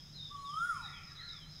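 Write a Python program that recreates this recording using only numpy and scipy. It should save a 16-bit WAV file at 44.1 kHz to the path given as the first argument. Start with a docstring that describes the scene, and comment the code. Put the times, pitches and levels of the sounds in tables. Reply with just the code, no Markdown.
"""Dusk over the rooftops, heard from one fixed microphone.
From the start the town hums low, insects shrill on the wing and small birds whistle thin slurs.
At 0.3 s a koel calls once, well in front: a held note that swells, arches up and falls away,
echoing among the houses. As it peaks, a husky bird answers from far off, half lost in its echo.
The small birds and the insects carry on to the end."""
import sys
import numpy as np
from scipy import signal
from scipy.fft import rfft, irfft
from scipy.io import wavfile

SR = 44100
rng = np.random.default_rng(int(sys.argv[2]) if len(sys.argv) > 2 else 0)


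def to_wav(sig):
    """Store sig (one row per channel, or 1-D mono) as 16-bit WAV at the path in sys.argv[1].

    Samples outside -1..1 are clipped; the rate is SR.
    """
    pcm = np.clip(np.atleast_2d(sig), -1, 1) * 32767
    pcm = np.round(pcm).astype(np.int16)
    wavfile.write(sys.argv[1], SR, pcm.T)  # frames by channels


N = 70560
T = np.arange(N) / SR

# wash of the town and distant birdsong: (frequency [Hz], relative spectral level [dB])
TOWN_SPECTRUM = [(25, 0), (45, -2.5), (65, -7), (92, 0), (115, -4.5), (165, -2.5), (210, -12), (290, -16),
                 (400, -22.5), (800, -25), (1200, -24.5), (1550, -24), (2000, -25.5), (2850, -28),
                 (3300, -21), (3800, -18.5), (4450, -37.5), (5600, -25.5), (6400, -22.5), (7100, -31.5),
                 (7800, -37.5), (11000, -39.5), (15500, -41)]
# swell and ebb of the insect chorus: (time [s], relative level [dB])
INSECT_SWELL = [(0.0, -56.5), (0.258, -53), (0.436, -63), (0.494, -52.5), (0.672, -60), (0.842, -53.5),
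                (0.98, -58), (1.122, -52.5), (1.256, -65.5), (1.27, -56), (1.38, -52), (1.466, -66),
                (1.528, -53), (1.6, -53)]
# bands the insects ring in: (centre [Hz], width [Hz], relative level [dB])
INSECT_BANDS = [(5100, 410, -1.5), (5096, 45, -5.5), (5173, 59, -5.5)]
# the small birds' whistles, one list a slur: (time [s], pitch [Hz], relative level [dB])
WHISTLE_SLURS = [
    [(0, 3300, -48), (.02, 3270, -84), (.06, 3690, -68), (.11, 3830, -66.5)],
    [(.125, 3950, -70), (.155, 4170, -54.5), (.195, 3730, -50), (.28, 3630, -51), (.36, 3520, -63),
     (.375, 3050, -58.5)],
    [(.38, 4000, -65), (.41, 4130, -63), (.44, 4000, -69)],
    [(.447, 3780, -53.5), (.49, 3350, -57.5), (.53, 3080, -57.5), (.58, 3280, -53.5)],
    [(.588, 3720, -57), (.622, 3270, -62), (.68, 3400, -58.5), (.73, 3400, -73), (.78, 3100, -62.5)],
    [(.82, 3970, -55.5), (.865, 3730, -47), (.915, 3600, -69)],
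    [(.93, 3450, -54), (.97, 3230, -54.5), (.997, 3000, -66)],
    [(1.075, 3950, -63), (1.135, 3750, -70)],
    [(1.152, 4130, -58), (1.18, 3830, -51), (1.245, 4170, -51.5), (1.3, 3850, -47.5), (1.34, 3650, -56),
     (1.375, 3480, -59), (1.445, 3080, -60)],
    [(1.155, 3594, -65), (1.245, 3081, -75)],
    [(1.41, 3900, -63), (1.495, 4140, -62.5), (1.55, 3950, -64.5), (1.6, 3650, -66)],
]
# arch of the koel's note: (time [s], pitch [Hz])
KOEL_ARCH = [(.3, 1071), (.312, 1142), (.328, 1178), (.345, 1144), (.39, 1127), (.45, 1123), (.49, 1128),
             (.53, 1193), (.574, 1277), (.6, 1349), (.635, 1397), (.665, 1453), (.7, 1400), (.74, 1213),
             (.8, 990), (.87, 753.4)]
# the koel's loudness at the microphone, fluttering as reflections interfere with the note:
# (time [s], level [dB])
KOEL_LOUDNESS = [(.298, -80), (0.306, -59), (0.32, -49), (0.34, -53), (0.354, -42.5), (0.374, -49),
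                 (.385, -48), (0.457, -49.5), (0.502, -41.5), (0.526, -48.5), (0.54, -40), (.552, -47.5),
                 (.575, -35), (.6, -39), (.637, -31.5), (0.682, -46), (0.699, -32), (0.738, -42.5),
                 (.8, -56), (0.862, -62), (0.884, -71)]
# overtones through throat and beak: (frequency [Hz], level against the fundamental [dB])
KOEL_RESONANCES = [(2200, -35), (3400, -63), (4300, -43), (5100, -52), (5700, -36), (6800, -31),
                   (7150, -35.5), (7700, -39), (8500, -39), (8800, -41), (9300, -37), (9950, -32.5),
                   (10200, -42.5), (11300, -50), (12300, -53), (13400, -45), (14300, -53), (15700, -47)]
# distinct echoes off blocks of houses: (delay [s], gain [dB])
FACADE_ECHOES = [(.035, -12), (0.126, -16), (.6, -25.5)]
# the far bird's notes: (time [s], length [s], start pitch [Hz], end pitch [Hz], relative level [dB])
FAR_GLIDES = [(0.659, .07, 1850, 1920, -64.5), (.73, 0.12, 2150, 2538, -65),
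              (0.847, 0.073, 1805, 1990, -59), (.92, 0.089, 2322, 2475, -59.5),
              (1.02, 0.025, 2720, 2620, -66), (1.033, 0.099, 2121, 1582, -65.5),
              (1.169, 0.026, 1880, 2000, -69), (1.191, 0.041, 2015, 1739, -56),
              (1.27, .12, 2100, 2300, -66.5)]

NOTE_EDGE_S, FIRST_REFLECTION_S = 0.0034, 0.0046


def from_db(db):
    """Decibels to gain."""
    return 10 ** (np.asarray(db) / 20)


def unit_rms(x):
    """Scale to unit rms."""
    return x / np.sqrt(np.mean(x ** 2) + 1e-20)


def in_time(rows):
    """Each column after the time column as a curve over time."""
    times, *columns = np.transpose(rows)
    return [np.interp(T, times, column) for column in columns]


def coloured(gain_at):
    """Noise of unit rms whose spectrum follows a gain function."""
    hz = np.maximum(np.arange(N // 2 + 1) * SR / N, 1)
    spectrum = rfft(rng.standard_normal(N)) * gain_at(hz)
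    return unit_rms(irfft(spectrum, N))


def noise_band(hz, width_hz):
    """Noise held in a steep resonance; a narrow one sounds as a wavering tone."""
    return coloured(lambda f: 1 / (1 + (2 * (f - hz) / width_hz) ** 4) ** .5)


def phase_of(hz, jitter, rate_hz):
    """Running phase of a pitch that wanders by the rms fraction `jitter`."""
    drift = coloured(lambda f: 1 / (1 + (f / rate_hz) ** 2))
    return 2 * np.pi * np.cumsum(hz * (1 + jitter * drift)) / SR


def gate(start, end, edge_s):
    """Soft opening and closing of a note."""
    return np.clip(np.minimum(T - start, end - T) / edge_s + .5, 0, 1)


def echoes(x, t60_s):
    """Dense dying reflections that reach the microphone after a short gap."""
    onset = np.clip(T / FIRST_REFLECTION_S - 1, 0, 1)
    response = rng.standard_normal(N) * from_db(-60 * T / t60_s) * onset
    response /= np.sqrt(np.sum(response ** 2))
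    return signal.fftconvolve(x, response)[:N]


def town(wash_db=-56.5, hum_db=-60.5, low_cut_hz=10):
    """The bed of the place: a steady outdoor wash with a low hum."""
    hz, db = np.transpose(TOWN_SPECTRUM)

    def wash_gain(f):
        low_cut = f ** 2 / (f ** 2 + low_cut_hz ** 2)
        return from_db(np.interp(np.log(f), np.log(hz), db)) * low_cut

    wash = coloured(wash_gain)
    hum = noise_band(hz=150.4, width_hz=6.9)
    return from_db(wash_db) * wash + from_db(hum_db) * hum


def insects(gain_db=-2, pulse_depth=0.14):
    """Many wings ring near one pitch in quick uneven pulses; the chorus swells and ebbs."""
    db, = in_time(INSECT_SWELL)
    chorus = sum(from_db(level) * noise_band(hz, width) for hz, width, level in INSECT_BANDS)
    pulses = 1 + pulse_depth * noise_band(hz=91, width_hz=140)
    return from_db(db + gain_db) * unit_rms(chorus * pulses)


def small_birds(gain_db=2, echo_db=-2):
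    """Thin slurred whistles, smeared by short reflections on their way to the microphone."""
    song = 0
    for slur in WHISTLE_SLURS:
        hz, db = in_time(slur)
        envelope = from_db(db + gain_db) * gate(slur[0][0], slur[-1][0], edge_s=0.014)
        song += envelope * np.sin(phase_of(hz, jitter=0.01553, rate_hz=210))
    return song + from_db(echo_db) * echoes(song, t60_s=0.23)


def koel(houses_db=-12.5, overtone_echo_db=4, low_echo_db_per_octave=3.5):
    """Foreground: a nearly pure glide whose faint raspy overtones sweep the throat's resonances."""
    hz, = in_time(KOEL_ARCH)
    db, = in_time(KOEL_LOUDNESS)
    opening = gate(KOEL_LOUDNESS[0][0], KOEL_LOUDNESS[-1][0], NOTE_EDGE_S)
    envelope = np.sqrt(2) * from_db(db) * opening
    tone = envelope * np.sin(phase_of(hz, jitter=0.0014, rate_hz=39))
    rasp_phase = phase_of(hz, jitter=0.0066, rate_hz=550)
    throat_hz, throat_db = np.transpose(KOEL_RESONANCES)
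    overtones = 0
    for k in range(2, 14):
        throat_gain = from_db(np.interp(k * hz, throat_hz, throat_db))
        overtones += envelope * throat_gain * np.sin(k * rasp_phase)
    # the low parts of the call echo most
    reflected = tone * from_db(low_echo_db_per_octave * np.log2(hz.max() / hz))
    tone_echo = from_db(houses_db) * houses(reflected) + facades(reflected)
    overtone_echo = from_db(overtone_echo_db) * echoes(overtones, t60_s=0.71)
    return tone + overtones + tone_echo + overtone_echo


def houses(x, street_db=-2.5):
    """Quick reflections from near walls and a long tail from the streets."""
    return echoes(x, t60_s=0.31) + from_db(street_db) * echoes(x, t60_s=2.14)


def facades(x):
    """Blocks of houses, near and far, throw the call back late, blurred by their rough walls."""
    blurred = echoes(x, t60_s=0.35)
    return sum(from_db(db) * np.interp(T - delay, T, blurred, left=0) for delay, db in FACADE_ECHOES)


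def far_bird(gain_db=1, echo_db=1.5):
    """Short husky glides from far off, half lost in their echo."""
    song = 0
    for start, length, start_hz, end_hz, db in FAR_GLIDES:
        end = start + length
        hz = np.interp(T, [start, end], [start_hz, end_hz])
        envelope = from_db(db + gain_db) * gate(start, end, NOTE_EDGE_S)
        song += envelope * np.sin(phase_of(hz, jitter=.06, rate_hz=170.6))
    return song + from_db(echo_db) * echoes(song, t60_s=0.91)


def scene():
    """Near and far sources meet at one microphone over the rooftops."""
    return (town() + insects() + small_birds() + koel() + far_bird())[None]


def record(dry):
    """The microphone's highest treble is cut steeply."""
    cutoff_hz = 15700
    low_pass = signal.ellip(12, .1, 80, cutoff_hz, fs=SR, output="sos")
    return signal.sosfilt(low_pass, dry)


dry = scene()
out = record(dry)
to_wav(out)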